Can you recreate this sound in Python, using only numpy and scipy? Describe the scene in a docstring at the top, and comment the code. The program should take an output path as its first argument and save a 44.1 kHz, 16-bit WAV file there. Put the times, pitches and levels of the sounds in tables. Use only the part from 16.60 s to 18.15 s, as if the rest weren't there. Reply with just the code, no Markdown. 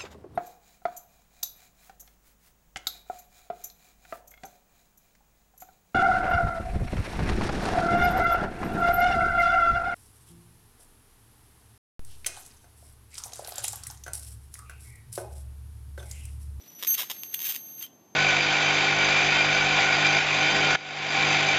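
"""A workbench in a small room, the microphone close to a high-voltage probe lowered onto a metal plate.
The switching driver makes the discharge sing at its own rate, about 6 kHz, and the octave. Where the
arc will not hold it breaks into single snaps and bursts of sparks that skip driver cycles and echo off
plate and bench. Behind them lie a faint corona hiss, the coil's whine and the room's low rumble."""
import sys
import numpy as np
from scipy import signal
from scipy.fft import rfft, irfft, next_fast_len
from scipy.io import wavfile
from scipy.ndimage import uniform_filter1d, map_coordinates

SR = 44100
rng = np.random.default_rng(int(sys.argv[2]) if len(sys.argv) > 2 else 0)


def file_out(sig):
    """Save sig as 16-bit WAV at sys.argv[1]."""
    # one column per channel
    cols = np.atleast_2d(sig).T
    # limit, then scale
    lim = np.clip(cols, -1, 1)
    pcm = np.round(lim * 32767).astype(np.int16)
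    wavfile.write(sys.argv[1], SR, pcm)


N = 68355
T = np.arange(N) / SR

# driver rate under changing load (time [s], rate [Hz])
DRIVER_RATE = [(0, 5934), (.222, 5938), (.226, 6290), (.275, 6283), (.36, 6280), (.43, 6322), (.55, 6335),
               (.585, 6281), (1.55, 6281)]
# single snaps (time [s], level [dB], thickness [0-1])
SINGLE_SNAPS = [(.0068, -48, .3), (.0735, -48, .5), (.078, -48, .5), (.1485, -50, .4), (.1725, -50, .4),
                (.2264, -15.5, 1), (.2306, -16, 1), (.236, -14.5, 1), (.2484, -16.5, .9), (.3105, -26, .8),
                (.4326, -20, .8), (.4998, -15.5, .9), (.5026, -17, 1), (.5066, -16.5, .9), (.5123, -16, .9),
                (.5157, -15, .9), (.6346, -16, .45), (.7925, -18, .4), (.8037, -19.5, .4), (.8161, -21, .3),
                (.8193, -20.5, .3), (.8208, -20, .3), (.8292, -20, .3), (.8366, -23, .2),
                (.9434, -21.5, .3), (.948, -22, .3), (.9488, -19, .3), (.9559, -22, .3), (.9574, -22.5, .3),
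                (1.2072, -30, .2), (1.2114, -31, .3), (1.2125, -33, .4), (1.2133, -31, .4),
                (1.2267, -22, .2), (1.2273, -22, .2), (1.2294, -29, .3), (1.2635, -37, .6),
                (1.2655, -34, .6)]
# runs of sparks (start [s], length [s], typical gap [driver cycles], first level [dB],
# last level [dB], thickness [0-1])
SPARK_BURSTS = [(.189, .03, 3.1, -46, -44, .3), (.2698, .005, 2.6, -21, -25, .3),
                (.306, .004, 3.1, -32, -30, .1), (.341, .012, 3.1, -27, -23, .3),
                (.3765, .013, 6, -22, -19, .65), (.3898, .0195, 6.5, -18, -18, .65),
                (.4135, .012, 9.5, -18.5, -20, .7), (.428, .014, 6.1, -30, -34, .8),
                (.741, .006, 2.6, -19, -19.5, .2), (.8433, .0052, 9.5, -19.5, -22, .15),
                (.8511, .0093, 7.5, -20.5, -22, .15), (.8612, .0106, 7.5, -20, -20, .15),
                (.8809, .005, 13, -21, -20, .3), (.8895, .0028, 4, -22, -20, .2),
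                (.8938, .0215, 7, -20, -21.5, .15), (.9212, .0042, 6.5, -22, -23, .2),
                (.9622, .0017, 4.5, -20, -23, .3), (1.181, .012, 3.1, -47, -47, .2),
                (1.219, .007, 3.6, -46, -35, .3), (1.228, .003, 4.5, -35, -40, .3)]
# a long, thick spark (frequency [Hz], level [dB])
THICK_SPECTRUM = [(180, -29), (500, -10), (1000, -2), (2000, -5), (3500, -0.5), (5500, -4.5), (8000, -12.5),
                  (10500, -12.5), (13000, -1.5), (14200, -10.5), (15200, -8), (16000, -23)]
# a short, thin spark (frequency [Hz], level [dB])
THIN_SPECTRUM = [(300, -46.5), (1000, -18), (2600, -4.5), (3800, -7.5), (4300, 0.5), (4900, -10.5),
                 (8500, -10), (10000, -11.5), (11500, -6), (14000, 4.5), (15200, 0.5), (16000, -24)]
# reflections off plate and bench (delay [s], level [dB])
BENCH_ECHOES = [(.00032, -7), (.0006, -13), (.00105, -17)]
# the steady arc (time [s], octave level [dB], fundamental relative to octave [dB])
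ARC_LEVELS = [(.236, -75, -6), (.25, -49, -6), (.271, -46, -6), (.2745, -24, -8), (.295, -24, -7),
              (.33, -23, -6), (.338, -25, -6), (.3525, -27, -6), (.3535, -42, -5), (.37, -48, -4),
              (.44, -50, -4), (.48, -54, -2), (.53, -52, -6), (.575, -46, -9), (.59, -43, -7),
              (.72, -46, -6), (.739, -42, -8), (.75, -40, -8), (.79, -40, -7), (.85, -36, -7),
              (.915, -38, -8), (.928, -45, -6), (.965, -43, -6), (.985, -48, -5), (1.01, -45, -7),
              (1.175, -46, -6), (1.186, -42, -6), (1.19, -48, -5), (1.195, -37, -7), (1.206, -40, -7),
              (1.208, -65, -5), (1.212, -60, -5), (1.215, -43, -6), (1.23, -41, -7), (1.262, -47, -8),
              (1.268, -66, -3), (1.29, -80, -3)]
# the arc drops out for a few cycles at a time (start [s], length [s], share of time out [0-1], depth [0-1])
ARC_STUTTERS = [(.2715, .003, .4, 1), (.2917, .0003, 1, .6), (.3103, .0003, 1, .5), (.338, .015, .2, 1),
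                (1.262, .005, .4, 1)]
# the tone at half the driver rate (time [s], level [dB], phase slip [rad])
HALF_RATE_LEVELS = [(1.222, -75, 1.3), (1.2315, -60, 1.3), (1.233, -45, 1), (1.243, -46, 1),
                    (1.246, -47, .2), (1.258, -48, .2), (1.264, -62, 1), (1.278, -62, 1), (1.283, -74, 1.3),
                    (1.295, -69, 2), (1.33, -72, 2), (1.35, -86, 1), (1.55, -90, 1)]
# corona whine as the tip approaches (start [s], length [s], level [dB], relative octave level [dB])
CORONA_SPURTS = [(0.013, 0.0036, -60, 0), (0.02, 0.0058, -55, -5), (.078, 0.028, -52.5, -3.5),
                 (0.1155, 0.01, -56, -3), (0.1287, 0.014, -57.5, 2), (.149, 0.0223, -52, -1.5),
                 (0.172, 0.04, -53, 1.5)]
# the coil's own whine (time [s], level [dB], relative octave level [dB])
COIL_LEVELS = [(0, -68, -9), (.05, -63, -8), (.1, -74, -8), (.22, -68, -8), (1.27, -66, -8),
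               (1.35, -65, -9), (1.43, -70, -4), (1.53, -63, -14), (1.55, -64, -15)]
# corona hiss (time [s], level [dB])
HISS_LEVELS = [(0, -60.5), (.07, -59), (.1, -61), (.18, -61.5), (.195, -50), (.25, -46), (.37, -48),
               (.44, -44), (.48, -53), (.53, -46), (.58, -52.5), (.61, -58.5), (.72, -57.5), (.735, -51.5),
               (.79, -51), (.85, -45.5), (.93, -42.5), (.98, -52.5), (1.01, -58.5), (1.17, -62),
               (1.215, -53.5), (1.23, -41), (1.265, -56), (1.29, -73), (1.55, -89)]
# colour of the corona hiss (frequency [Hz], level [dB])
HISS_SPECTRUM = [(710, -40), (1200, -8.5), (3430, -1.5), (5970, -7.5), (6230, -8.5), (9930, -13.5),
                 (13000, 0.5), (15500, -11), (16000, -47)]
# the room's reverberation (frequency [Hz], time to fall 60 dB [s])
ROOM_DECAY = [(300, 0.038), (3000, 0.084), (8000, 0.15), (15000, 0.13)]
# low room rumble (frequency [Hz], level [dB])
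RUMBLE_SPECTRUM = [(35, -80), (60, -27), (109, -5.5), (140, -4), (231, -2.5), (306, -0.5), (511, -12),
                   (554, -10), (786, -9.5), (1000, -16), (1160, -18), (1380, -28), (1500, -65),
                   (1950, -29.5), (3300, -120)]
# steady room hiss (frequency [Hz], level [dB])
AIR_SPECTRUM = [(500, 4), (1200, 14), (5000, 6.5), (10000, -3), (16000, -43)]


def sparks():
    """Each spark is a blend of a thick and a thin click, heard close up with the bench's echoes."""
    times, db, thickness = spark_strikes()
    thick = signal.fftconvolve(impulses(times, amp(db) * thickness), click(THICK_SPECTRUM))[:N]
    thin = signal.fftconvolve(impulses(times, amp(db) * (1 - thickness)), click(THIN_SPECTRUM))[:N]
    echoing = thick + amp(-7) * thin  # a short spark close to the plate echoes less
    echoes = sum(amp(level) * np.roll(echoing, round(delay * SR)) for delay, level in BENCH_ECHOES)
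    return filtered(thick + thin + amp(-6) * bench_scatter(echoing) + echoes, hollow_notch)


def spark_strikes(gap_spread=.24, late_cycles=.35, size_spread_db=1.5, charge_growth=.35):
    """Sparks keep to the driver; in a burst each waits whole cycles and is bigger after a longer wait."""
    cycles = driver_cycles()
    nearest_cycle = lambda time: np.round(np.interp(time, T, cycles))
    times, db, thickness = np.transpose(SINGLE_SNAPS)
    strikes = [np.transpose([np.interp(nearest_cycle(times), cycles, T), db, thickness])]
    for start, length, typical_gap, first_db, last_db, thickness in SPARK_BURSTS:
        gap_draw, size_draw, late_draw = rng.standard_normal((3, 256))
        gaps = np.maximum(np.round(typical_gap * np.exp(gap_spread * gap_draw)), 1)
        jitter = late_cycles * thickness * late_draw  # a thick spark strikes loosely within its cycle
        times = np.interp(nearest_cycle(start) + np.cumsum(gaps) - gaps[0] + jitter, cycles, T)
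        db = first_db + (last_db - first_db) * (times - start) / length
        db += size_spread_db * size_draw + charge_growth * 20 * np.log10(gaps / typical_gap)
        burst = np.transpose([times, db, np.full_like(times, thickness)])
        strikes.append(burst[times <= start + length])
    return np.concatenate(strikes).T


def driver_cycles():
    """Switching cycles of the driver, counted from the start."""
    return np.cumsum(np.interp(T, *np.transpose(DRIVER_RATE))) / SR


def hollow_notch(hz, centre_hz=4200, half_width_hz=170, depth=.8):
    """A narrow dip that makes the sparks sound hollow."""
    damping = 2j * hz * half_width_hz
    return 1 - depth * damping / (centre_hz ** 2 - hz ** 2 + damping)


def bench_scatter(x, count=6, t60_s=.008):
    """Diffuse echoes off the things on the bench, a little different as the tip moves."""
    t = T[:SR // 50]
    tail_in_use = (T * 40).astype(int) % count
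    tails = rng.standard_normal((count, len(t))) * amp(-60 * t / t60_s) * (t > .0004)
    return sum(signal.fftconvolve(x * (tail_in_use == k), tail / np.linalg.norm(tail))[:N]
               for k, tail in enumerate(tails))


def whine(octave_lead_rad=.9):
    """Coil, arc and corona spurts all sing at the driver rate and its octave."""
    phase = 2 * np.pi * driver_cycles()
    fundamental, octave = coil() + arc() + corona_spurts()
    tone = fundamental * np.cos(phase) + octave * np.cos(2 * phase + octave_lead_rad)
    return np.sqrt(2) * (tone + half_rate_tone(phase))


def arc(flutter_db=.84, flutter_hz=137.2, stutter_hz=3550):
    """Fundamental and octave amplitudes of the arc, which flutters and briefly drops out."""
    octave_db, relative_db = curves(ARC_LEVELS)
    octave_db += flutter_db * wobble(flutter_hz)
    chance = rng.random(N)[(T * stutter_hz).astype(int)]
    loss = sum(depth * ((T > start) & (T < start + length) & (chance < share))
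               for start, length, share, depth in ARC_STUTTERS)
    octave = amp(octave_db) * uniform_filter1d(1 - loss, size=7)
    return np.array([octave * amp(relative_db), octave])


def half_rate_tone(phase):
    """Every second cycle is stronger, so half the driver rate sounds, with its third harmonic."""
    db, slip_rad = curves(HALF_RATE_LEVELS)
    slip = slip_rad * wobble(rate_hz=350)
    third = amp(-10 + .4 * (db + 46)) * np.sin(3 * phase / 2 + slip)  # brighter when louder
    return amp(db + 2.5 * wobble(rate_hz=400)) * (np.sin(phase / 2 + slip) + third)


def corona_spurts(ramp_s=.0006):
    """Fundamental and octave amplitudes of the brief corona whines as the tip approaches."""
    amplitudes = np.zeros((2, N))
    for start, length, db, octave_db in CORONA_SPURTS:
        gate = np.clip(np.minimum(T - start, start + length - T) / ramp_s, 0, 1)
        amplitudes += np.outer(amp([db, db + octave_db]), gate)
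    return amplitudes


def corona_hiss():
    """Corona fizzes round the tip, its level flickering."""
    return amp(curves(HISS_LEVELS)[0] + 2 * wobble(rate_hz=150)) * noise(HISS_SPECTRUM)


def coil():
    """Fundamental and octave amplitudes of the coil's faint, wavering whine."""
    db, octave_db = curves(COIL_LEVELS)
    db += 1.1 * wobble(rate_hz=59.7)
    return amp([db, db + octave_db])


def room_reverb(x):
    """The small room answers, each frequency dying at its own speed."""
    hz, t, bands = signal.stft(rng.standard_normal(SR // 2), SR, nperseg=256)
    decay = amp(-60 * t / along(ROOM_DECAY, hz)[:, None])
    tail = signal.istft(bands * decay, SR, nperseg=256)[1]
    return signal.fftconvolve(np.pad(x, (60, 0)), tail / np.linalg.norm(tail))[:N]


def room_tone(rumble_db=-60.5, air_db=-71):
    """Steady rumble and hiss, far behind the bench."""
    return amp(rumble_db) * noise(RUMBLE_SPECTRUM) + amp(air_db) * noise(AIR_SPECTRUM)


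def amp(db):
    """Decibels to amplitude."""
    return 10 ** (np.asarray(db) / 20)


def along(points, hz):
    """Interpolate (frequency [Hz], value) points on a log axis."""
    knots_hz, values = np.transpose(points)
    return np.interp(np.log(hz + 1), np.log(knots_hz + 1), values)


def curves(rows):
    """One value per sample for each column after the time; -120 before the first row, held after the last."""
    times, *columns = np.transpose(rows)
    return [np.interp(T, times, column, left=-120) for column in columns]


def wobble(rate_hz):
    """A smooth random curve with rate_hz knots a second."""
    return map_coordinates(rng.standard_normal(int(N * rate_hz / SR) + 4), [T * rate_hz])


def filtered(x, response):
    """x through a frequency response."""
    size = next_fast_len(N + SR // 2)
    return irfft(rfft(x, size) * response(np.fft.rfftfreq(size, 1 / SR)), size)[..., :N]


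def noise(spectrum):
    """Coloured noise of rms 1."""
    x = filtered(rng.standard_normal(N), lambda hz: amp(along(spectrum, hz)))
    return x / np.sqrt(np.mean(x ** 2))


def click(spectrum, size=1024):
    """The minimum-phase pulse with this spectrum, peak 1."""
    magnitude = amp(along(spectrum, np.fft.rfftfreq(size, 1 / SR)))
    cepstrum = irfft(np.log(np.maximum(magnitude, 1e-4)))
    cepstrum[1:size // 2] *= 2
    cepstrum[size // 2 + 1:] = 0
    pulse = irfft(np.exp(rfft(cepstrum)))
    return pulse / np.abs(pulse).max()


def impulses(times, gains):
    """Impulses placed between samples as windowed sincs."""
    taps = np.floor(times * SR)[:, None] + np.arange(-7, 9)
    offset = taps - times[:, None] * SR
    weights = gains[:, None] * np.sinc(offset) * np.cos(np.pi * offset / 16) ** 2
    return np.bincount(taps.astype(int).ravel(), weights.ravel(), N)[:N]


def scene(reverb_db=-8):
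    """Sparks and whine up close, hiss and room behind, in mono."""
    crackle = sparks()
    background = room_tone()
    return (crackle + amp(reverb_db) * room_reverb(crackle) + whine() + corona_hiss() + background)[None]


def record(dry, lead_rad=.7, bass_cut_hz=24.4, top_hz=15300):
    """The microphone cuts the deep bass and leads in phase; the recorder's band limit trims the top."""
    microphone = lambda hz: np.exp(1j * lead_rad) * hz ** 2 / (hz ** 2 + bass_cut_hz ** 2)
    band_limit = lambda hz: np.clip((top_hz + 200 - hz) / 300, .05, 1) ** 1.5 * (hz < top_hz + 900)
    return filtered(dry, lambda hz: microphone(hz) * band_limit(hz))


dry = scene()
out = record(dry)
file_out(out)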